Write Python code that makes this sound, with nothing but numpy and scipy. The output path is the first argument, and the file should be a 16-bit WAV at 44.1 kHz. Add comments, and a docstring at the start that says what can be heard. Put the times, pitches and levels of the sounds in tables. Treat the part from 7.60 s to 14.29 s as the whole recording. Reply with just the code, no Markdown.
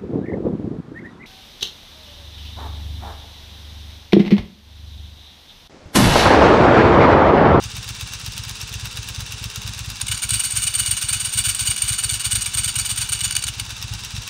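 """On open asphalt, a V-twin motorcycle idles. Two uneven firings in each engine cycle excite the
normal modes of the exhaust, heard as thumps. Valve impacts ring the casing over the broadband whirr of
belts and gears. For a while the clutch lever is pulled, and the loose dry plates clatter in their
basket as the crank jerks. Ticks and clatter reflect off the ground and, faintly, off buildings."""
import sys
import numpy as np
from scipy import signal
from scipy.fft import rfft, irfft, next_fast_len
from scipy.io import wavfile

SR = 44100
rng = np.random.default_rng(int(sys.argv[2]) if len(sys.argv) > 2 else 0)


def store_wav(level_fs):
    """Save 16-bit WAV to argv[1]."""
    pcm = np.round(np.clip(np.atleast_2d(level_fs), -1, 1) * 32767)
    wavfile.write(sys.argv[1], SR, pcm.T.astype(np.int16))


N = 295029


def gain_of(db):
    """Amplitude ratio of a level in decibels."""
    return 10 ** (np.asarray(db) / 20)


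def unit_rms(x):
    """Normalisation to unit mean power."""
    return x / np.sqrt(np.mean(x ** 2) + 1e-20)


def coloured(x, points):
    """Spectral shaping: filters x by a curve of (f/Hz, level/dB) points."""
    f, db = np.transpose(points)
    size = next_fast_len(len(x))
    hz = np.fft.rfftfreq(size, 1 / SR)
    response = gain_of(np.interp(np.log(hz + 1), np.log(f + 1), db))
    return irfft(rfft(x, size) * response, size)[:len(x)]


def impulses(times, sizes):
    """Impulse train: one sample for each event."""
    at = np.round(np.asarray(times) * SR).astype(int)
    inside = (at >= 0) & (at < N)
    return np.bincount(at[inside], np.asarray(sizes)[inside], N)


def shot_noise(per_second, spread_db, cap):
    """Poisson process: impulses of random sign, with levels up to cap times the spread."""
    sizes = gain_of(spread_db * np.minimum(rng.exponential(1, N), cap))
    return sizes * (rng.random(N) < per_second / SR) * rng.choice([-1, 1], N)


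def resonance(x, hz, width):
    """Damped oscillator: a two-pole resonance of peak gain 1."""
    r = np.exp(-np.pi * width / SR)
    return (1 - r) * signal.lfilter([1, 0, -1], [1, -2 * r * np.cos(2 * np.pi * hz / SR), r * r], x)


def struck(blows, modes, scatter):
    """Modal superposition: each blow lands elsewhere, so it shares its force among the modes anew."""
    out = np.zeros(N)
    for hz, width, db in modes:
        share = blows * (1 + scatter * rng.standard_normal(N)) / np.hypot(1, scatter)
        out += gain_of(db) * resonance(resonance(share, hz, width), hz, 5 * width + 400)
    return out


def crank_angle(cycle_times):
    """Uniform rotation within each cycle: 720 degrees from one cycle time to the next."""
    return 720 * np.interp(np.arange(N) / SR, cycle_times, np.arange(len(cycle_times)))


def reflections(x, t60=0.15):
    """Multipath propagation: direct sound, a bounce off the asphalt and faint scatter from buildings."""
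    taps = np.zeros(SR // 4)
    at = np.arange(300, len(taps) - 20, 20) + rng.integers(0, 20, (len(taps) - 301) // 20)
    taps[at] = rng.choice([-1., 1.], len(at)) * gain_of(-60 * at / SR / t60)
    taps *= gain_of(-16) / np.linalg.norm(taps)
    taps[0], taps[70] = 1, .2  # direct path, ground bounce
    return signal.oaconvolve(x, taps)[:N]


# Noise spectrum of belts, gears and intake: f/Hz, relative density level/dB
DRIVE_SPECTRUM = [(200, -8.5), (300, -17), (580, -16.5), (900, -6), (1550, -6.5), (2020, -9.5),
                  (2710, -1.5), (3250, -4), (3770, -1.5), (4400, -5.5), (5800, -4.5), (9500, -11),
                  (12000, -39.5), (16000, -22)]
# Two faint wavering tones of the drive: f/Hz, bandwidth/Hz, relative level/dB
DRIVE_TONES = [(431.6, 13.4, -3.5), (502.7, 6.8, -4)]
# Envelope of those tones: t/s, level/dB
TONE_ENVELOPE = [(0, -60.5), (2, -57.5), (2.3, -64.5), (5.8, -64.5), (6.2, -62.5)]


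def whirr(cycle_times, level_db=-34.5):
    """Amplitude modulation: the cyclic load swells the drive's noise; two narrow bands add faint tones."""
    angle, t = np.radians(crank_angle(cycle_times)), np.arange(N) / SR
    load_db = 2.15 * np.cos(angle - .6) + 1.14 * np.cos(angle / 2 + 0.12)
    grit = shot_noise(per_second=2500, spread_db=3.0, cap=3)
    drive = rng.standard_normal(N) + 0.37 * unit_rms(grit)
    hiss = gain_of(-2) * unit_rms(coloured(drive, DRIVE_SPECTRUM))
    casing = gain_of(-9) * unit_rms(struck(drive, CASING_MODES, scatter=2))
    tones = unit_rms(struck(rng.standard_normal(N), DRIVE_TONES, scatter=0.81))
    tone_db = np.interp(t, *np.transpose(TONE_ENVELOPE))
    return gain_of(level_db + load_db) * (hiss + casing) + gain_of(tone_db) * tones


# Valve closings in a cycle, relative to the loudest: crank angle/deg, level/dB; own tilt/(dB/octave)
VALVE_CLOSINGS = [(0, 0, -.7), (40, -12, -4), (95, -10, -2), (362, -6, -2.5), (445, -8, -2.5),
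                  (645, -7, -3), (690, -13, -4)]
# Modes of the engine casing: f/Hz, bandwidth/Hz, relative level/dB
CASING_MODES = [(1550, 350, -9), (2300, 40, -3), (2740, 200, -1), (3680, 450, -2), (4785, 110, 2),
                (5535, 220, -2), (6215, 90, 1), (10280, 200, -14)]


def valves(cycle_times):
    """Impact excitation: each closing is a snap with a short scatter of bounces that ring the casing."""
    cycle_db = -15 + rng.standard_normal(len(cycle_times) - 1)
    jitter = rng.standard_normal((len(cycle_db), len(VALVE_CLOSINGS), 2))
    t, impacts = np.arange(1500) / SR, np.zeros(N)
    bounces = np.exp(-t / .0012) + .08 * np.exp(-t / .007)
    for k, (degrees, db, tilt) in enumerate(VALVE_CLOSINGS):
        lesser = k > 0  # the lesser closings vary in time and force
        times = cycle_times[:-1] + np.diff(cycle_times) * degrees / 720 + lesser * .0006 * jitter[:, k, 0]
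        sizes = gain_of(cycle_db + db + lesser * 2.0 * jitter[:, k, 1])
        force = signal.oaconvolve(impulses(times, sizes), bounces)[:N]
        slope = [(500, -3 * tilt), (4000, 0), (16000, 2 * tilt)]
        impacts += coloured(force * rng.choice([-1, 1], N), slope)
    snap = coloured(impacts, [(700, -40), (2000, -16), (3000, -7), (4500, -8),
                              (5500, 0), (6500, -5), (11000, -8), (16000, -9)])
    return gain_of(1.5) * snap + gain_of(3.5) * struck(impacts, CASING_MODES, scatter=0.4)


# Slaps of the clutch plates on their basket: t/s, relative level/dB, duration/ms
PLATE_SLAPS = [(2.4146, -16, 2.5), (2.4681, -25, 3.3), (2.482, -18, 6), (2.512, -16, 8.3),
               (2.5176, -21.5, 9.5), (2.544, -29, 8), (2.5734, -27, 6), (2.619, -19, 26),
               (2.6907, -16.5, 2.8), (2.705, -13.5, 4.5), (2.732, -19, 17.4), (2.752, -40, 6.5),
               (2.7945, -17.5, 11), (2.836, -19.5, 4.5), (2.8467, -19.5, 12), (2.907, -24, 3.8),
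               (2.919, -20, 9.3), (2.952, -21.5, 21), (2.967, -16.5, 6.7), (3.018, -20, 26),
               (3.0654, -17, 13), (3.0736, -32, 6.4), (3.138, -21.5, 5.7), (3.147, -20, 13),
               (3.1813, -24, 20), (3.1938, -14, 9.2), (3.259, -15.5, 3.8), (3.267, -26, 22),
               (3.308, -14, 9.6), (3.3678, -18, 10.6), (3.414, -17.5, 4.9), (3.4218, -20.5, 10),
               (3.4844, -17, 9.3), (3.4925, -23.5, 12), (3.526, -17.5, 7.9), (3.5337, -23.5, 18),
               (3.5978, -20, 8.3), (3.607, -25, 11), (3.646, -21, 8), (3.6513, -20.5, 10), (3.7224, -26, 9),
               (3.735, -15, 6.6), (3.772, -16.5, 28), (3.8393, -16.5, 30), (3.8835, -17.5, 20),
               (3.947, -15.5, 3.6), (3.992, -18, 2.1), (3.999, -20.5, 18), (4.0553, -23.5, 5.5),
               (4.062, -18.5, 20), (4.101, -20, 18), (4.1613, -23.5, 9.5), (4.177, -26, 17),
               (4.219, -10.5, 3.7), (4.277, -17, 26), (4.321, -20, 21), (4.329, -30, 4.6), (4.379, -18, 20),
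               (4.428, -28, 5.5), (4.4372, -14, 9.1), (4.491, -21, 33), (4.5336, -19, 21),
               (4.594, -22.5, 24), (4.642, -17, 23), (4.709, -18, 25.4), (4.7519, -14, 11.4),
               (4.8093, -26, 8.9), (4.818, -22.5, 9), (4.859, -18.5, 9), (4.937, -18.5, 15),
               (4.9714, -16.5, 23), (5.034, -20.5, 27), (5.077, -18.5, 16), (5.141, -30, 4.5),
               (5.155, -18, 12.6), (5.187, -17.5, 18), (5.249, -21, 19.5), (5.289, -19, 27),
               (5.36, -23.5, 4.5), (5.374, -18.5, 12), (5.404, -19, 20.5), (5.4887, -22, 11),
               (5.52, -18.5, 15), (5.524, -22, 13), (5.59, -31, 6.5), (5.607, -18, 9.4), (5.635, -20, 13),
               (5.647, -20, 11), (5.677, -37, 5.8), (5.708, -19, 2.5), (5.7231, -22, 3.5),
               (5.7517, -15.5, 3.1), (5.765, -10, 2), (5.787, -25.5, 5.4), (5.824, -20.5, 3.6),
               (5.8376, -18.5, 6.7), (5.866, -22, 7.9), (5.879, -20.5, 11), (5.9965, -15.5, 4.1)]
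# Free play of the plates as the lever moves: t/s, play (0 to 1)
PLATE_PLAY = [(2.4, 0.05), (2.75, 0.96), (5.55, 0.63), (5.8, 0)]
# Modes of the plates: f/Hz, bandwidth/Hz, relative level/dB
PLATE_MODES = [(8110, 70, -4), (8370, 260, -8), (8680, 110, 0), (8900, 220, -5), (9160, 110, -5),
               (9800, 500, -28), (10460, 170, -14), (11910, 110, -18), (13570, 110, -14), (14300, 600, -25),
               (15200, 700, -30)]
# Modes of the basket: f/Hz, bandwidth/Hz, relative level/dB
BASKET_MODES = [(1050, 300, -21), (1495, 170, -9), (2150, 90, -14), (2300, 100, -5), (2520, 70, -10),
                (2915, 80, 2.5), (3503, 65, -1), (4050, 450, -10), (4543, 50, 0), (4780, 130, -10),
                (5600, 500, -14), (6250, 400, -12), (6865, 260, -5)]
# Broadband part of a plate blow: f/Hz, relative density level/dB
KNOCK_SPECTRUM = [(600, -60), (2000, -26), (3900, -8), (8600, -8), (11500, -26), (16000, -22)]


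def clutch():
    """Rattle across a clearance: each slap is a run of blows that builds, then dies into stray hits."""
    blows = unit_rms(shot_noise(per_second=1800, spread_db=2.66, cap=2.6))
    blows += 0.38 * rng.standard_normal(N)
    t, plate_force, basket_force = np.arange(4000) / SR, np.zeros(N), np.zeros(N)
    landing_snap = 0.47 * np.exp(-t / 0.00082)
    for onset, db, length_ms in PLATE_SLAPS:
        start, length = round(onset * SR), length_ms / 1000
        span = slice(start, start + len(t))
        play = np.interp(onset, *np.transpose(PLATE_PLAY))
        rise = 0.17 * length
        build = np.minimum(0.31 + 0.14 * t / rise, 1)
        run = build * np.exp(-(np.maximum(t - rise, 0) / (length - rise)) ** 2) + landing_snap
        stray = build * play
        plate_force[span] += gain_of(db) * (run + 0.18 * stray * np.exp(-t / 0.086))
        # The heavy basket chatters on longer, and sounds more with little play and in long slaps.
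        basket_db = db - 9 + 9.5 * (1 - play) + 3 * np.log10(length / 0.0085)
        basket_force[span] += gain_of(basket_db) * (run + 0.37 * stray * np.exp(-t / 0.092))
    plates = struck(plate_force * blows, PLATE_MODES, scatter=6.0)
    basket = struck(basket_force * blows, BASKET_MODES, scatter=1.74)
    knock = coloured(basket_force * blows, KNOCK_SPECTRUM)
    return gain_of(16) * plates + gain_of(14.5) * basket + gain_of(2.5) * knock


# Cycles of the lumpy idle: loudest valve closing t/s, first firing level/dB, second firing level/dB
ENGINE_CYCLES = [(0.0395, -30.5, -23.5), (0.167, -26.5, -25), (0.29, -29, -24.5), (.411, -36, -22),
                 (0.5358, -32, -26), (0.6631, -28, -21.5), (0.7789, -28, -24.5), (0.8949, -27, -23.5),
                 (1.0142, -35, -24.5), (1.14, -26.5, -21), (1.2562, -22, -30), (1.3722, -30, -22),
                 (1.488, -30.5, -24), (1.6063, -22, -24), (1.7225, -30, -25), (1.8412, -23, -22.5),
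                 (1.9595, -45, -23.5), (2.0767, -22, -24), (2.1915, -28, -22.5), (2.302, -20.5, -29),
                 (2.4114, -41, -22.5), (2.5231, -21, -26), (2.6307, -45, -23), (2.7445, -19.5, -23),
                 (2.845, -45, -32), (2.9635, -25.5, -22.5), (3.076, -27, -30), (3.195, -27, -23.5),
                 (3.3115, -23, -23.5), (3.423, -44, -24.5), (3.5395, -24.5, -24.5), (3.6568, -31.5, -30),
                 (3.782, -23.5, -23.5), (3.8966, -21, -29), (3.9978, -41, -21.5), (4.1125, -20.5, -51),
                 (4.2198, -34, -22), (4.332, -19.5, -38), (4.4358, -34, -22), (4.5487, -21, -31),
                 (4.648, -58, -22), (4.7579, -21, -21.5), (4.8596, -33, -28), (4.9801, -22, -21.5),
                 (5.0887, -22.5, -33), (5.1949, -24.5, -22.5), (5.303, -34, -24.5), (5.416, -25, -25.5),
                 (5.532, -26, -24.5), (5.649, -25.5, -24), (5.7626, -31, -26.5), (5.8798, -23.5, -24.5),
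                 (5.9963, -26.5, -24), (6.106, -27, -26.5), (6.226, -31, -23.5), (6.3375, -20, -25.5),
                 (6.448, -29.5, -30), (6.5649, -23, -22), (6.6774, -36, -32.5)]
# Modes of pipes and silencer: f/Hz, relative level/dB, decay time T60/s, polarity
PIPE_MODES = [(48, -2.4, .159, -1), (65, 3.4, .066, 1), (102.3, 12, .082, 1), (139.2, 12, .055, -1),
              (195.6, 9.5, .27, -1)]


def exhaust(first_ms=-25.5, second_ms=19.98, full_db=-18.5):
    """Pipe resonance: each firing sends a soft puff into the modes, and flowing gas rumbles after it."""
    times, first_db, second_db = np.transpose(ENGINE_CYCLES)
    # A strong first firing speeds the crank, so the two thumps draw closer.
    hurry_ms = 4.7 * gain_of(first_db - full_db) ** 1.87
    firing_times = np.r_[times + (first_ms + hurry_ms) / 1e3, times + (second_ms - hurry_ms) / 1e3]
    firings = impulses(firing_times, gain_of(np.r_[first_db, second_db]))
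    t = np.arange(SR // 4) / SR
    pipe = sum(sign * gain_of(db - 60 * t / t60) * np.sin(2 * np.pi * hz * t)
               for hz, db, t60, sign in PIPE_MODES)
    puff = signal.windows.gaussian(801, .0022 * SR)
    thump = np.convolve(pipe, puff)
    peak = np.argmax(thump)
    thumps = signal.oaconvolve(firings, thump / thump[peak])[peak:peak + N]
    flow = unit_rms(signal.oaconvolve(firings, np.exp(-t / 0.022))[:N])
    gas_spectrum = [(12, -47), (20, -25), (113, 0.5), (140, -3.5),
                    (189, -5.5), (400, -23.5), (520, -42), (880, -120)]
    rumble = unit_rms(coloured(rng.standard_normal(N) * (0.94 + flow), gas_spectrum))
    return gain_of(-1.0) * thumps + gain_of(-45) * rumble


def scene():
    """Linear superposition of the sources in one channel; only the metal impacts are reflected."""
    times = np.transpose(ENGINE_CYCLES)[0]
    cycle_times = np.r_[2 * times[0] - times[1], times, 2 * times[-1] - times[-2]]  # one more at each end
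    return (exhaust() + whirr(cycle_times) + reflections(valves(cycle_times) + clutch()))[None]


def record(dry, cutoff_hz=15750):
    """Band limiting: a linear-phase low-pass removes the highest treble."""
    low_pass = signal.firwin(511, cutoff_hz, window=("kaiser", 9), fs=SR)
    return signal.oaconvolve(dry, low_pass[None], "same")


dry = scene()
out = record(dry)
store_wav(out)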